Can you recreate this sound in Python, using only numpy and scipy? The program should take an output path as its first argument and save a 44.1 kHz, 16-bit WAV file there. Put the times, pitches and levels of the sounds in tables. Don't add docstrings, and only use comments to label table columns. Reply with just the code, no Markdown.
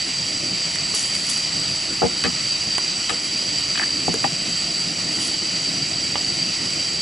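import sys
import numpy as np
from scipy import signal
from scipy.fft import rfft, irfft
from scipy.io import wavfile
from scipy.ndimage import uniform_filter1d, minimum_filter1d

SR = 44100
rng = np.random.default_rng(int(sys.argv[2]) if len(sys.argv) > 2 else 0)


def unload_wav(signal):
    wavfile.write(
        sys.argv[1],
        SR,
        np.round(np.clip(np.atleast_2d(signal).T, -1, 1) * 32767).astype(np.int16),
    )


def attenuation_scalar(level_db):
    decades = np.asarray(level_db, float) / 20
    return 10 ** decades


N = 309141

# frequency in Hz, likeness from 0 to 1.
STOVE_LIKENESS = [(60, 0.8), (110, 1), (190, 0.87), (340, 0.85), (620, 0.63), (1110, 0.62), (1980, 0.78),
                  (3550, 0.95), (6350, 0.95), (11400, 0.84)]
# frequency in Hz, left minus right in dB.
STOVE_TILT = [(60, 1), (110, 1.5), (190, -0.5), (340, -0.5), (620, -3), (1110, -1.5), (1980, -1),
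              (3550, -1.0), (6350, -1.5), (11400, -0.5)]
# start in seconds, peak in dB, centre in Hz, ring t60 in seconds,
# left minus right in dB.
EMBER_SNAPS = [
    (0.7574, -21, 7750, 0.006, -11),
    (0.9482, -11, 10600, 0.0055, 3),
    (0.9622, -19, 6350, 0.006, -1.0),
    (0.9941, -9, 6760, 0.0066, -0.5),
    (1.5994, -19, 7820, 0.006, -1.5),
    (1.9344, -24, 7850, 0.006, -1.5),
    (2.2383, -15, 5600, 0.0073, -0.5),
    (2.7816, -10, 9300, 0.0037, -13),
    (3.0994, -22, 7720, 0.006, 4),
    (4.141, -12, 6720, 0.0076, 5),
]
# start in seconds, peak in dB, body in Hz,
# ring t60 in seconds, left minus right in dB.
EMBER_POPS = [
    (0.758, -17, 1980, 0.016, -10),
    (0.94, -18.5, 437, 0.032, -8),
    (0.942, -16, 1110, .008, -1),
    (2.782, -4.5, 1040, 0.0074, -10),
    (2.785, -15, 1490, .015, -9),
    (4.141, -12, 1700, .008, 2),
    (6.1564, -3.5, 1030, 0.0066, -7),
    (6.1589, -13, 1190, 0.015, -2),
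]
# frequency in Hz, level in dB per Hz.
WRAPPER_COLOUR = [(1470, -43), (2500, -9), (3130, 8), (4770, -13.5), (5240, -7), (6950, -7.5),
                  (10700, -14.5), (11200, -10), (14600, -44), (22000, -120)]
# peak time in seconds, peak in dB, swell in seconds,
# release in dB per second, body level in dB.
WRAPPER_GRIPS = [(0.905, -43, .015, 60, -6), (0.95, -28, .012, 95, -12), (1.056, -36, .02, 300, -6),
                 (1.148, -34.5, .04, 90, -12), (1.268, -35, .025, 400, -8), (1.296, -27.5, .012, 150, -13),
                 (1.4, -43, .03, 120, -6), (3.103, -31, .012, 800, -3), (3.8, -42, .06, 200, -4),
                 (5.218, -32, .045, 120, -4), (5.268, -34, .04, 400, -9)]
# frequency in Hz, level in dB, t60 in seconds.
TABLE_MODES = [(80.5, -1.5, 0.18), (116, -9, .15), (169, 1, 0.13), (250, -0.5, 0.15), (314, -0.5, 0.056),
               (450, 6.5, 0.043), (560, -2.5, 0.034), (703, -0.5, 0.078), (1033, -27, 0.054),
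               (1430, -10, 0.15)]
# frequency in Hz, level in dB, t60 in seconds.
PAN_MODES = [(325, 0, 0.31), (420, -14, 0.11), (808, 2, 0.039), (1241, -4, 0.097), (1542, -2, 0.036),
             (1754, 2, 0.043), (2030, 6.5, 0.014), (2512, -3.5, 0.071), (2980, 3, 0.023), (3850, 1, 0.049)]
# start in seconds, blow in dB, favoured pitch in Hz,
# loss at the first bounce in dB, left minus right in dB.
TABLE_LANDINGS = [
    (2.019, -10, 680, .4, 3),
    (2.247, -17, 340, .7, 3),
    (3.101, -27, 750, .6, 1),
    (4.087, -19, 260, 1.3, 2),
]
# start in seconds, blow in dB, favoured pitch in Hz,
# loss at the first bounce in dB, left minus right in dB.
RIM_LANDINGS = [
    (2.239, -18.5, 2300, .5, .5),
    (3.0945, -17, 1900, 3.5, 3),
]
# start in seconds, blow in dB.
TABLE_THUDS = [
    (2.034, -14),
    (2.243, -24.5),
    (4.084, -23),
]
# start in seconds, blow in dB, favoured pitch in Hz, spread in octaves,
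# ring length factor.
UTENSIL_ON_TABLE = [
    (2.063, -24, 650, .6, .5),
    (4.0815, -10, 587, .28, .4),
    (4.141, -19.5, 400, .4, 1.2),
    (4.247, -27, 300, .4, 1.2),
]
# start in seconds, blow in dB, favoured pitch in Hz, spread in octaves,
# ring length factor.
UTENSIL_ON_RIM = [
    (3.799, -22, 744, .3, .47),
    (3.826, -20, 1600, .15, 1),
    (4.242, -11, 1500, .75, .3),
    (4.2455, -13, 810, .25, 1.3),
    (2.0185, -21, 1300, .45, .5),
    (2.036, -25, 1400, .3, .9),
    (3.8165, -25, 800, .4, .45),
    (3.787, -24, 2900, .3, .5),
]
# blow in dB, favoured pitch in Hz,
# spread in octaves, ring length factor.
RIM_SLIPS = [
    (-20, 2600, .5, .4),
    (-19.5, 2500, .8, .5),
    (-14.5, 1780, .2, .7),
    (-20, 1650, .3, .6),
    (-18.5, 2400, .8, .3),
]
# frequency in Hz, level in dB per Hz.
FLAME_COLOUR = [(12, -52), (20, -59), (49, -40), (87, -6), (161, 2.5), (205, -1.5), (330, -1), (433, -12.5),
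                (687, -9.5), (900, -26.5), (1170, -64), (1980, -120)]
# time in seconds, flame strength in dB.
FLAME_STRENGTH = [
    (0.0, -41),
    (0.43, -39),
    (3.57, -39),
    (4.08, -37),
    (4.26, -34),
    (4.53, -38),
    (4.78, -38),
    (5.17, -35),
    (5.35, -39),
    (7.01, -36),
]
# frequency in Hz, level in dB per Hz.
JET_COLOUR = [(300, -23), (700, -20.5), (1000, -22), (1450, -17.5), (2000, -14.5), (3000, -11.5),
              (4100, -14), (5400, -12), (6300, -18), (7000, -18.5), (8200, -29), (9600, -28.5),
              (10900, -29), (11300, -22)]
# frequency in Hz, width in Hz, level in dB.
TUBE_BANDS = [(4698, 510, 2), (5783, 266, -9.5), (6720, 340, -18), (7590, 270, -10.5), (7810, 413, -9),
              (9600, 280, -26)]
# frequency in Hz,
# width in Hz, depth in dB.
REFLECTION_NULLS = [(427, 34, 22), (900, 140, 0), (1623, 290, 7), (2250, 65, 2.5), (2700, 39, 9),
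                    (3507, 350, 8), (4330, 120, 8), (5205, 90, 22), (7140, 350, 4)]


def evened(x):
    return x / np.sqrt(np.mean(x ** 2) + 1e-20)


def drift(shape, size):
    return evened(uniform_filter1d(rng.standard_normal(shape), size=size, axis=0))


def read(points, hz):
    f, value = np.transpose(points)
    return np.interp(np.log(hz + 1), np.log(f + 1), value)


def filtered(x, hz, kind):
    return signal.sosfilt(signal.butter(2, hz, kind, fs=SR, output="sos"), x)


def add(mix, s, sound, pan_db):
    part = mix[:, round(s * SR):][:, :np.shape(sound)[-1]]
    part += attenuation_scalar(np.array([[pan_db / 2], [-pan_db / 2]])) * sound[..., :part.shape[1]]


def echoes(x):
    t = np.arange(3000) / SR
    signs = rng.choice([-1., 1.], (2, len(t)))
    present = rng.random((2, len(t))) < 1500 / SR
    taps = signs * present * (t > .0015) * attenuation_scalar(-60 * t / 0.079)
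    return signal.fftconvolve(x, taps / np.linalg.norm(taps[0]), axes=1)[:, :N]


def snap(db, hz, t60):
    t = np.arange(1500) / SR
    splinters = 0.79 * np.diff(rng.standard_normal(len(t) + 1)) * min(hz / 6000, 1)
    return attenuation_scalar(db - 60 * t / t60) * (np.sin(2 * np.pi * hz * t) + splinters)


def pop(db, hz, t60):
    t = np.arange(2500) / SR
    step = (1 - t / .00008) * np.exp(-t / .00008)
    swings = sum(level * np.sin(2 * np.pi * ratio * hz * t)
                 for ratio, level in ((1, 0.54), (1.9, 0.36), (2.8, 0.44)))
    splinters = 0.35 * uniform_filter1d(rng.standard_normal(len(t)), size=4)
    return attenuation_scalar(db) * (0.37 * step + attenuation_scalar(-60 * t / t60) * (swings + splinters))


def rustle(peak_s, peak_db, swell_s, release_db, body_db):
    crease_share, split_hz = .7, 5500
    t = np.arange(8192) / SR
    level_db = peak_db - np.maximum(18 * (1 - t / swell_s), release_db * (t - swell_s))
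    clumps = attenuation_scalar(1.8 * drift(len(t), 300))
    strength = attenuation_scalar(2.9 * np.minimum(rng.exponential(1, len(t)), 3))
    happens = rng.random(len(t)) < 2500 / SR
    creases = evened(rng.standard_normal(len(t)) * strength * happens)
    brushing = rng.standard_normal(len(t))
    drive = clumps * (crease_share * creases + (1 - crease_share) * brushing)
    colour = attenuation_scalar(read(WRAPPER_COLOUR, np.fft.rfftfreq(len(t), 1 / SR)))
    sheet = evened(irfft(rfft(drive) * colour, len(t)))
    body = filtered(sheet, split_hz, "low")
    crisp = filtered(sheet, split_hz, "high")
    fade = signal.windows.tukey(len(t), .05)
    return peak_s - swell_s, attenuation_scalar(level_db + 12.0) * (crisp + attenuation_scalar(body_db) * body) * fade


def knock(modes, db, favoured_hz, spread, ring):
    def bell(hz):
        return np.exp(-.5 * (np.log2((hz + 1) / favoured_hz) / spread) ** 2)
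    t = np.arange(8192) / SR
    f, mode_db, t60 = np.transpose(modes)[:, :, None]
    size, detune, lag, start = rng.standard_normal((len(modes), 4)).T[:, :, None]
    ears = np.array([-.5, .5])[:, None, None]
    phase = .4 * start + .9 * lag * ears
    swing = np.sin(2 * np.pi * f * (1 + .015 * detune) * t + phase)
    decay = attenuation_scalar(mode_db + size - 60 * t / (t60 * ring))
    tones = (bell(f) * decay * swing).sum(1)
    grit = rng.standard_normal((3, len(t)))
    grit = grit[0] + .5 * grit[1:]
    grit = irfft(rfft(grit) * bell(np.fft.rfftfreq(len(t), 1 / SR)), len(t))
    scuff = .5 * evened(grit) * attenuation_scalar(-60 * t / (.05 * ring))
    onset = np.minimum(t * favoured_hz * 1.86, 1)
    return attenuation_scalar(db) * (tones + scuff) * onset


def land(landings, modes, gap_s, kept, spread, ring, rock_db):
    hits = []
    for s, db, hz, loss_db, pan_db in landings:
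        for k in range(5):
            sound = knock(modes, db - loss_db * k ** 2, hz * kept ** k, spread, ring)
            hits.append((s + k * gap_s, sound, pan_db + rock_db * (-1) ** k))
    return hits


def drag():
    start_s, gap_s, catch_lead_s, pan_db = 3.7565, .02, .005, 4
    hits = []
    for k, slip in enumerate(RIM_SLIPS):
        s = start_s + k * gap_s
        hits.append((s, knock(PAN_MODES, *slip), pan_db))
        catch = knock(PAN_MODES, db=-28, favoured_hz=2800, spread=.4, ring=.45)
        hits.append((s - catch_lead_s, catch, pan_db))
    return hits


def contacts():
    hits = land(TABLE_LANDINGS, TABLE_MODES, gap_s=.0105, kept=.8, spread=.8, ring=.55, rock_db=-7)
    hits += land(RIM_LANDINGS, PAN_MODES, gap_s=.0078, kept=.82, spread=1.0, ring=.65, rock_db=1)
    for s, db in TABLE_THUDS:
        hits.append((s, knock(TABLE_MODES, db, favoured_hz=135, spread=.55, ring=.85), 0))
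    for modes, taps in ((TABLE_MODES, UTENSIL_ON_TABLE), (PAN_MODES, UTENSIL_ON_RIM)):
        for s, *blow in taps:
            hits.append((s, knock(modes, *blow), 3))
    return hits + drag()


def turbulence(gain_at, patchy_db, flicker_db, swell_db, size):
    frames, hz = 4 * N // size + 5, np.fft.rfftfreq(size, 1 / SR)
    a, b, c, d, patches = rng.standard_normal((frames, len(hz), 5)).T
    patches = uniform_filter1d(patches, size=8, axis=0)
    patches = evened(uniform_filter1d(patches, size=10, axis=1))
    patch_depth = patchy_db * (1 + 1.4 * (hz > 8200))[:, None]
    flicker = drift(frames, 3)
    swell = drift(frames, frames // 30)
    same = np.clip(read(STOVE_LIKENESS, hz), -1, 1)[:, None]
    left = a + 1j * b
    right = same * left + np.sqrt(1 - same ** 2) * (c + 1j * d)
    tilt_db = np.array([.5, -.5])[:, None] * read(STOVE_TILT, hz)
    z = np.array([left, right]) * attenuation_scalar(tilt_db)[:, :, None]
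    z *= gain_at(hz)[:, None] * attenuation_scalar(patch_depth * patches + flicker_db * flicker + swell_db * swell)
    return evened(signal.istft(z, nperseg=size, noverlap=3 * size // 4)[1][:, :N])


def flame():
    def colour(hz):
        return attenuation_scalar(read(FLAME_COLOUR, hz))
    s, strength_db = np.transpose(FLAME_STRENGTH)
    flutter = turbulence(colour, patchy_db=1.5, flicker_db=2.0, swell_db=0.67, size=2048)
    return attenuation_scalar(np.interp(np.arange(N) / SR, s, strength_db) + 3.2) * flutter


def jet():
    def colour(hz):
        bands = sum(attenuation_scalar(2 * db) / (1 + (2 * (hz - f) / width) ** 2) ** 3 for f, width, db in TUBE_BANDS)
        cut_db = sum(db * np.exp(-(2 * (hz - f) / width) ** 2) for f, width, db in REFLECTION_NULLS)
        return np.sqrt(attenuation_scalar(2 * read(JET_COLOUR, hz)) + bands) / attenuation_scalar(cut_db)
    return attenuation_scalar(-22) * turbulence(colour, patchy_db=1.0, flicker_db=.5, swell_db=0.28, size=1024)


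def scene():
    stove = attenuation_scalar(-0.72) * (jet() + flame())
    handling = np.zeros((2, N))
    for grip in WRAPPER_GRIPS:
        add(handling, *rustle(*grip), pan_db=1.5)
    for burst, events in ((snap, EMBER_SNAPS), (pop, EMBER_POPS)):
        for s, db, hz, t60, pan_db in events:
            add(handling, s, burst(db, hz, t60), pan_db)
    for hit in contacts():
        add(handling, *hit)
    handling = filtered(handling, 65, "high")
    return stove + handling + attenuation_scalar(-8) * echoes(handling)


def top_cut(x):
    return signal.sosfilt(signal.butter(12, 11980, fs=SR, output="sos"), x)


def record(dry):
    peak = -minimum_filter1d(-abs(dry).max(0), size=161)
    peak_db = 20 * np.log10(peak + 1e-9)
    fall = np.arange(N) * 250.0 / SR
    held_db = np.maximum.accumulate(peak_db + fall) - fall
    over_db = np.maximum(held_db + 5.5, 0)
    ducked = dry / attenuation_scalar(.5 * uniform_filter1d(over_db, size=60))
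    edge = signal.firwin(1501, 11020, window=("kaiser", 8), fs=SR)
    mix = signal.oaconvolve(ducked, edge[None], "same")
    return top_cut(mix)


dry = scene()
out = record(dry)
unload_wav(out)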